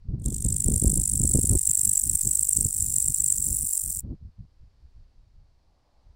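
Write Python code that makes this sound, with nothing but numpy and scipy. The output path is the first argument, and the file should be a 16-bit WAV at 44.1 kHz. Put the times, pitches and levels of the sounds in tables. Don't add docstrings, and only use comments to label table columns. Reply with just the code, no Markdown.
import sys
import numpy as np
from scipy import signal
from scipy.fft import rfft, irfft, next_fast_len
from scipy.io import wavfile
from scipy.ndimage import uniform_filter1d, map_coordinates

SR = 44100
rng = np.random.default_rng(int(sys.argv[2]) if len(sys.argv) > 2 else 0)


def output_pcm(signal):
    pcm = np.clip(np.atleast_2d(signal).T, -1, 1) * 32767
    wavfile.write(sys.argv[1], SR, np.round(pcm).astype(np.int16))


N = 271215

# (frequency [Hz], relative level [dB])
AIR_COLOUR = [(20, 9.5), (100, 10), (250, 5), (450, 1), (900, -2), (1400, -7.5), (2300, -10), (3400, -12),
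              (4500, -5.5), (5200, -9), (6500, -16), (10000, -23), (16000, -27.5)]
# (time [s], level [dB])
AIR_LEVEL = [(0, -73), (4.3, -73.5), (4.95, -71.5), (5.4, -73.5), (6.15, -71.5)]
# (time [s], level [dB])
BREEZE = [(0, -53.5), (.1, -34), (1.55, -33.5), (1.64, -48.5), (3.6, -46), (3.75, -58.5), (4.0, -48.5),
          (4.35, -61.5), (5.5, -61), (5.85, -69), (6.15, -61)]
# (start [s], length [s], level [dB], extra flutter [dB])
GUSTS = [(0.089, 0.13, -29, -3), (0.262, 0.076, -27, 3), (0.396, 0.165, -28.5, -2),
         (0.657, 0.11, -24.5, -3), (0.815, 0.2, -27.0, -1.5), (1.128, 0.19, -28, -2),
         (1.34, 0.051, -25.0, 4), (1.426, 0.15, -27, 0.5), (1.682, 0.04, -40.5, -0.5),
         (1.773, 0.15, -39.5, 1), (2.036, 0.125, -35, 0.5), (2.241, 0.085, -35.5, 5),
         (2.406, 0.02, -38.5, -2), (2.56, 0.13, -32.5, 3), (2.751, 0.23, -37, -2.5),
         (3.05, 0.066, -32.5, -4), (3.182, 0.14, -42.0, 1.5), (3.377, 0.07, -38.5, 5.5),
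         (3.477, 0.078, -32.5, 2.5), (3.601, 0.061, -40, 5), (3.839, 0.07, -37, -6),
         (3.956, 0.035, -43.0, 8), (4.041, 0.1, -34, 6), (4.215, 0.069, -39, -2.5),
         (4.387, 0.055, -41.5, -10), (4.6, 0.08, -50.5, -0.5), (4.821, 0.06, -52, -0.5),
         (4.952, 0.076, -50.5, 0), (5.14, 0.14, -56.5, 0), (5.351, 0.1, -52.5, 0),
         (6.054, 0.05, -53.0, -0.5)]
# (frequency [Hz], relative level [dB])
RUMBLE_COLOUR = [(12, -37), (20, -5), (59, 4.5), (144, -4), (220, -12.5), (290, -39), (480, -120)]
# (frequency [Hz], relative level [dB])
FLUTTER_COLOUR = [(130, -33.5), (210, 2.5), (310, -3.5), (500, -18), (800, -33), (1200, -40), (2000, -56.5)]
# (frequency [Hz], relative level [dB])
PUFF_COLOUR = [(15, -3.5), (30, -0.5), (60, -2.5), (100, -10.5), (150, -20), (250, -39)]
# (time [s], rate [strokes/s])
PACE = [(.2, 46.18), (.35, 50.26), (.7, 50.73), (1.5, 50.12), (2.0, 49.87), (2.6, 51.14), (3.3, 49.55),
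        (3.7, 48.52), (4.0, 43.91)]
# (time [s], level [dB])
EFFORT = [(0.2, -61.5), (0.245, -48), (0.26, -38.5), (0.45, -34), (0.63, -32.5), (0.76, -27), (1.35, -26),
          (1.64, -27.5), (1.76, -24.5), (2.1, -28.5), (2.6, -29.5), (3.0, -28.5), (3.25, -30), (3.62, -28),
          (4.0, -32)]
# (first catch [s], last catch [s], n [strokes], level [dB])
CATCHES = [(0.26, 0.346, 4, -30.5), (0.448, 0.683, 2, -26), (0.978, 1.178, 2, -25.5),
           (1.238, 1.339, 5, -22.5), (1.496, 1.593, 5, -23.5), (1.674, 1.754, 2, -21.5),
           (1.815, 1.855, 2, -20.7), (1.896, 1.997, 1, -23), (2.038, 2.274, 3, -22), (2.315, 2.432, 2, -22),
           (2.492, 2.649, 2, -21.3), (2.806, 2.825, 1, -23.5), (2.943, 3.026, 1, -24),
           (3.063, 3.084, 1, -23.5), (3.145, 3.204, 3, -22.3), (3.244, 3.324, 1, -23.3),
           (3.384, 3.467, 2, -25), (3.735, 3.777, 2, -26)]
# (frequency [Hz], relative level [dB])
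CLOSING_COLOUR = [(1650, -73.5), (2800, -44.5), (4240, -34), (5890, -20.5), (6430, -21), (6820, -14.5),
                  (7330, -4), (7720, -1.5), (9130, -5.5), (10000, -9), (11300, -17), (12700, -19.5),
                  (14600, -17.5), (16000, -23.5)]
# (frequency [Hz], relative level [dB])
OPENING_COLOUR = [(1200, -38.5), (3200, -39), (5200, -26.5), (5900, -14), (6900, -25), (8000, -8),
                  (9000, 1), (9900, -8.5), (11500, -15.5), (16000, -17.5)]
# (frequency [Hz], width [Hz], lift [dB])
WING_CELLS = [(5950, 97, 2), (9040, 230, 2.5), (12000, 300, 2.5), (13100, 250, 1), (14800, 300, 2)]
# (time [s], around 10 kHz [dB], around 14 kHz [dB])
TREBLE = [(.2, -8.5, -12), (.5, -4, -6.5), (.75, 2.5, -5), (1.5, 1.5, -4.5), (1.8, -0.5, 0.5),
          (2.5, -1, -0.5), (3.3, -1, -1.5), (3.6, 7.5, 4), (4.0, -2, 3.5)]
# (frequency [Hz], relative level [dB])
HUSH_COLOUR = [(700, -26), (1300, -11.5), (1900, -3.5), (2600, -2.5), (3400, -4.5), (5000, -11.5)]
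# (time [s], peak [dB])
BUFFETS = [(0.686, -13), (0.712, -18), (0.824, -16.5), (0.845, -12.5), (0.93, -18.5), (1.205, -19),
           (1.248, -15.5), (1.348, -12), (1.357, -13.5), (1.388, -13), (1.442, -17.5), (1.552, -15),
           (2.584, -21.5), (2.658, -23), (3.101, -26.5), (4.129, -33)]
# (time [s], level [dB])
JOLTS = [(1.816, -55), (2.355, -53), (3.085, -47)]
# (frequency [Hz], relative level [dB])
LEAF_TICK_COLOUR = [(250, -9), (650, 0), (1100, -5.5), (2000, -14), (3500, -13.5)]
# (time [s], gain [dB])
DRONE_GAIN = [(0, -110), (5.2, -97), (5.5, -81), (5.75, -75.5), (5.98, -72.5), (6.15, -78.5)]
# (frequency [Hz], relative level [dB])
DRONE_COLOUR = [(400, -25.5), (540, -4), (630, -2), (690, -6.5), (730, -1.5), (770, -6.5), (830, 1),
                (940, -3.5), (1020, -4), (1200, -6.5), (1450, -28)]
# (frequency at DRONE_PITCH_S [Hz], amplitude before the drone gain [dB])
DRONE_TONES = [(540, -14), (630, -10), (725, -10.5), (820, -9), (900, -14.5)]

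TIME = np.arange(N) / SR
STROKE_SIZE = 2048
STROKE_TIME = (np.arange(STROKE_SIZE) - STROKE_SIZE // 2) / SR
STROKE_HZ = np.arange(STROKE_SIZE // 2 + 1) * SR / STROKE_SIZE

GUST_ATTACK_S, GUST_RELEASE_S, GUST_ARCH_DB = .008, .013, 2.5
FLUTTER_DB, FLUTTER_AT_DB, FLUTTER_GROWTH = -47.5, -30.0, 1.7
CALM_DB, CALM_RANGE_DB = -43.0, 7.0
FIRST_STROKE_S = .2015
SLIP_GAP_S, SLIP_SPREAD_S_PER_S = .0012, .00053
RETURN_DB, RETURN_RISE_DB_PER_S = -19.5, 3
LOW_RING_DB, LOW_RING_FADE_DB_PER_S = 5.5, 3
FIRST_RING_DB, FIRST_RING_S = 12, .12
RETURN_DELAY_S, RETURN_LAG = .0073, 1
USUAL_PERIOD_S, USUAL_DB = .02, -28.5
MAIN_RING_DB, RING_DB_PER_DB = 1.25, .7
DRONE_RISE_PER_S, DRONE_PITCH_S = .05, 7.3
CUTOFF_HZ = 15900


def from_db(db):
    return 10 ** (np.asarray(db) / 20)


def rms_one(x):
    return x / np.sqrt(np.mean(x ** 2, axis=-1, keepdims=True) + 1e-30)


def read(rows, times):
    s, *columns = np.transpose(rows)
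    return [np.interp(times, s, column) for column in columns]


def at_hz(points, hz):
    f, db = np.transpose(points)
    return np.interp(np.log(hz + 1), np.log(f), db)


def bell(x, centre, width):
    return np.exp(-.5 * ((x - centre) / width) ** 2)


def noise(colour):
    size = next_fast_len(N, real=True)
    hz = np.arange(size // 2 + 1) * SR / size
    rolloff = 1 + (hz / colour[-1][0]) ** 4
    gain = from_db(at_hz(colour, hz)) / rolloff
    white = rng.standard_normal(size)
    return rms_one(irfft(rfft(white) * gain, size)[:N])


def drift(rate_hz):
    knots = rng.standard_normal(2000)
    return rms_one(np.interp(TIME * rate_hz, np.arange(len(knots)), knots))


def garden_air():
    return from_db(read(AIR_LEVEL, TIME)[0]) * noise(AIR_COLOUR)


def wind_level():
    power, extra_sum = from_db(read(BREEZE, TIME)[0]) ** 2, 0
    for start_s, length_s, db, extra_db in GUSTS:
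        since_s = TIME - start_s
        before = np.maximum(-since_s, 0) / GUST_ATTACK_S
        after = np.maximum(since_s - length_s, 0) / GUST_RELEASE_S
        fade = np.exp(-np.minimum(before + after, 20))
        arch = np.sin(np.pi * np.clip(since_s / length_s, 0, 1)) - 2 / np.pi
        gust_power = (from_db(db + GUST_ARCH_DB * arch) * fade) ** 2
        power = power + gust_power
        extra_sum = extra_sum + gust_power * extra_db
    return 10 * np.log10(power), extra_sum / power


def wind(lumpy_db, rumble_db, puff_db):
    level_db, extra_db = wind_level()
    lumps_db = lumpy_db * drift(55)
    rumble = from_db(level_db + rumble_db + .5 * lumps_db) * noise(RUMBLE_COLOUR)
    flutter_db = FLUTTER_DB + FLUTTER_GROWTH * (level_db - FLUTTER_AT_DB) + extra_db + lumps_db
    flutter = from_db(flutter_db) * noise(FLUTTER_COLOUR)
    puffs = from_db(level_db + puff_db) * noise(PUFF_COLOUR)
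    calm = np.clip((CALM_DB - level_db) / CALM_RANGE_DB, 0, 1)
    return np.sqrt(1 - calm) * rumble + flutter + np.sqrt(calm) * puffs


def strokes(jitter_s, uneven_db):
    singing_s = TIME[(TIME >= PACE[0][0]) & (TIME <= PACE[-1][0])]
    turns = np.cumsum(read(PACE, singing_s)[0]) / SR
    whole_turns = np.arange(int(turns[-1]) + 1)
    at_s = FIRST_STROKE_S + np.interp(whole_turns, turns, singing_s - singing_s[0])
    chance = rng.standard_normal((len(at_s), 2))
    usual_db, = read(EFFORT, at_s)
    at_s = at_s + jitter_s * chance[:, 0]
    level_db = usual_db + uneven_db * chance[:, 1]
    for first_s, last_s, every, db in CATCHES:
        first, last = np.argmin(abs(at_s - first_s)), np.argmin(abs(at_s - last_s))
        caught = np.arange(first, last + 1, every)
        at_s[caught] = np.linspace(first_s, last_s, len(caught))
        level_db[caught] = db + uneven_db * chance[caught, 1]
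    return at_s, level_db, usual_db


def wing_colour(low_db, ring_db, shoulder_db, treble_db):
    fixed_db = at_hz(CLOSING_COLOUR, STROKE_HZ)
    for hz, width_hz, lift_db in WING_CELLS:
        fixed_db = fixed_db + lift_db * bell(STROKE_HZ, hz, width_hz)
    fixed_db = fixed_db - 5.44 * bell(STROKE_HZ, 8180, 1110)
    low = low_db[:, None] * bell(STROKE_HZ, 3460, 380)
    ring = (ring_db[:, None] - 1.0) * bell(STROKE_HZ, 7820, 492)
    shoulder = shoulder_db[:, None] * bell(STROKE_HZ, 10330, 750)
    treble = (treble_db[:, None] + 2.0) * bell(STROKE_HZ, 14200, 1650)
    return fixed_db + low + ring + shoulder + treble


def resonate(force, response_db):
    cepstrum = irfft(np.log(from_db(response_db)))
    cepstrum[..., 1:STROKE_SIZE // 2] *= 2
    cepstrum[..., STROKE_SIZE // 2 + 1:] = 0
    response = np.exp(rfft(cepstrum))
    return rms_one(irfft(rfft(force) * response))


def closing(gap_s, accent_db, colour_db, slip_s, build_db, scatter_db, drag_db, grit, count):
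    chance = rng.standard_normal((len(gap_s), count, 3))
    spacing_s = gap_s[:, None] * np.exp(.2 * chance[..., 0])
    starts_s = spacing_s[:, :1] - np.cumsum(spacing_s, axis=1) - .0005
    size_db = build_db * starts_s / .0097 + scatter_db * np.tanh(chance[..., 1])
    size_db[:, 0] += 2.0 + .5 * accent_db
    size_db[:, 1] += 1.1 * accent_db
    starts_s = starts_s + .00018 * accent_db[:, None]
    length_s = slip_s * from_db(.24 * accent_db[:, None])
    rasp = rng.choice([-1., 1.], (len(gap_s), STROKE_SIZE))
    force = from_db(drag_db) * bell(STROKE_TIME, -.0035, .0035) * rasp
    for k in range(count):
        age_s = np.maximum(STROKE_TIME - starts_s[:, k, None], 0)
        tooth_hz = 8100 * np.exp(.11 * np.tanh(chance[:, k, 2, None]))
        wander = np.cumsum(.17 * rng.standard_normal(age_s.shape), axis=1)
        rake = np.sin(2 * np.pi * tooth_hz * age_s + wander) + grit * rasp
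        envelope = age_s / length_s * np.exp(1 - age_s / length_s)
        force = force + from_db(size_db[:, k, None]) * envelope * rake
    return resonate(force, colour_db)


def opening(delay_s, treble_db, length, glide, whistle):
    span_s = length * np.maximum(delay_s[:, None] - .004, .001)
    age = (STROKE_TIME - delay_s[:, None]) / span_s
    tooth_hz = 7300 * (1 - glide * np.tanh(age / 2))
    phase = 2 * np.pi * np.cumsum(tooth_hz, axis=1) / SR
    tones = np.sin(phase) + .99 * np.sin(2 * phase)
    teeth = rng.standard_normal(age.shape) + whistle * tones
    colour_db = at_hz(OPENING_COLOUR, STROKE_HZ) + .5 * treble_db[:, None] * (STROKE_HZ > 11000)
    return resonate(teeth * bell(age, 0, .78), colour_db)


def bush_cricket(trim_db):
    at_s, level_db, usual_db = strokes(jitter_s=.0006, uneven_db=1.1)
    sung_s = np.maximum(at_s - PACE[0][0], 0)
    gap_s = SLIP_GAP_S + SLIP_SPREAD_S_PER_S * sung_s
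    delay_s = RETURN_DELAY_S + RETURN_LAG * (1 / read(PACE, at_s)[0] - USUAL_PERIOD_S)
    low_db = LOW_RING_DB - LOW_RING_FADE_DB_PER_S * sung_s + FIRST_RING_DB * np.exp(-sung_s / FIRST_RING_S)
    ring_db = MAIN_RING_DB + RING_DB_PER_DB * np.maximum(usual_db - USUAL_DB, -11)
    shoulder_db, treble_db = read(TREBLE, at_s)
    accent_db = np.clip(level_db - usual_db, 0, 8)
    colour_db = wing_colour(low_db, ring_db + .5 * accent_db, shoulder_db, treble_db - .29 * accent_db)
    shut = closing(gap_s, accent_db, colour_db, slip_s=.00034, build_db=8.0, scatter_db=3.5,
                   drag_db=-9.0, grit=.66, count=4)
    delay_s = delay_s + rng.normal(0, .0004, len(at_s))
    part = opening(delay_s, treble_db, length=.5, glide=.16, whistle=.92)
    back_db = usual_db + RETURN_DB + RETURN_RISE_DB_PER_S * sung_s + rng.normal(0, 2.0, len(at_s))
    beats = from_db(level_db)[:, None] * shut + from_db(back_db)[:, None] * part
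    song = np.zeros(N)
    for s, beat in zip(at_s, beats):
        start = round(s * SR) - STROKE_SIZE // 2
        song[start:start + STROKE_SIZE] += beat
    return from_db(trim_db) * song


def leaf_echo(x, delay_s, sway, echo_db):
    highpass = signal.butter(3, 9800, "high", fs=SR, output="sos")
    treble = signal.sosfilt(highpass, x)
    lag_samples = delay_s * SR * (1 + sway * drift(2.3))
    echo = map_coordinates(treble, [np.arange(N) - lag_samples], order=3)
    return x + from_db(echo_db) * echo


def foliage(x, wet_db, t60_s):
    t = TIME[:SR // 5]
    scatter = rng.standard_normal(len(t)) * from_db(-60 * t / t60_s) * (t > .001)
    scatter /= np.linalg.norm(scatter)
    return x + from_db(wet_db) * signal.fftconvolve(x, scatter)[:N]


def hush(song, level_db):
    loudness = np.sqrt(abs(uniform_filter1d(song ** 2, size=1500)))
    return from_db(level_db) * loudness * noise(HUSH_COLOUR)


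def buffets(width_s, trim_db):
    out = np.zeros(N)
    for s, db in BUFFETS:
        age = (TIME - s - .002) / (width_s * from_db(-.3 * (db + 18)))
        pulse = 3 * age / (1 + age ** 2) ** 2
        out += from_db(db + trim_db) * rng.choice([-1, 1]) * pulse
    return out


def jolts(decay_s):
    envelope = np.zeros(N)
    for s, db in JOLTS:
        envelope += from_db(db) * (TIME >= s - .001) * np.exp(-abs(TIME - s) / decay_s)
    return envelope * noise(LEAF_TICK_COLOUR)


def far_drone():
    climb = 1 + DRONE_RISE_PER_S * (TIME - DRONE_PITCH_S)
    tones = np.zeros(N)
    for hz, db in DRONE_TONES:
        cycles = hz * np.cumsum(climb + .0076 * drift(6)) / SR
        tones += from_db(db) * np.sin(2 * np.pi * cycles)
    return from_db(read(DRONE_GAIN, TIME)[0]) * (.7 * noise(DRONE_COLOUR) + tones)


def scene():
    garden = garden_air()
    gusts = wind(lumpy_db=5.0, rumble_db=-1.1, puff_db=2.0)
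    song = leaf_echo(bush_cricket(trim_db=-3.5), delay_s=.000599, sway=.06, echo_db=-9.0)
    song = foliage(song, wet_db=-25.5, t60_s=.07)
    song_hiss = hush(song, level_db=-44.5)
    eddies = buffets(width_s=.0016, trim_db=-2.5)
    ticks = jolts(decay_s=.0015)
    return (garden + gusts + song + song_hiss + eddies + ticks + far_drone())[None]


def record(dry):
    lowpass = signal.ellip(10, .2, 80, CUTOFF_HZ, fs=SR, output="sos")
    return signal.sosfilt(lowpass, dry)


dry = scene()
out = record(dry)
output_pcm(out)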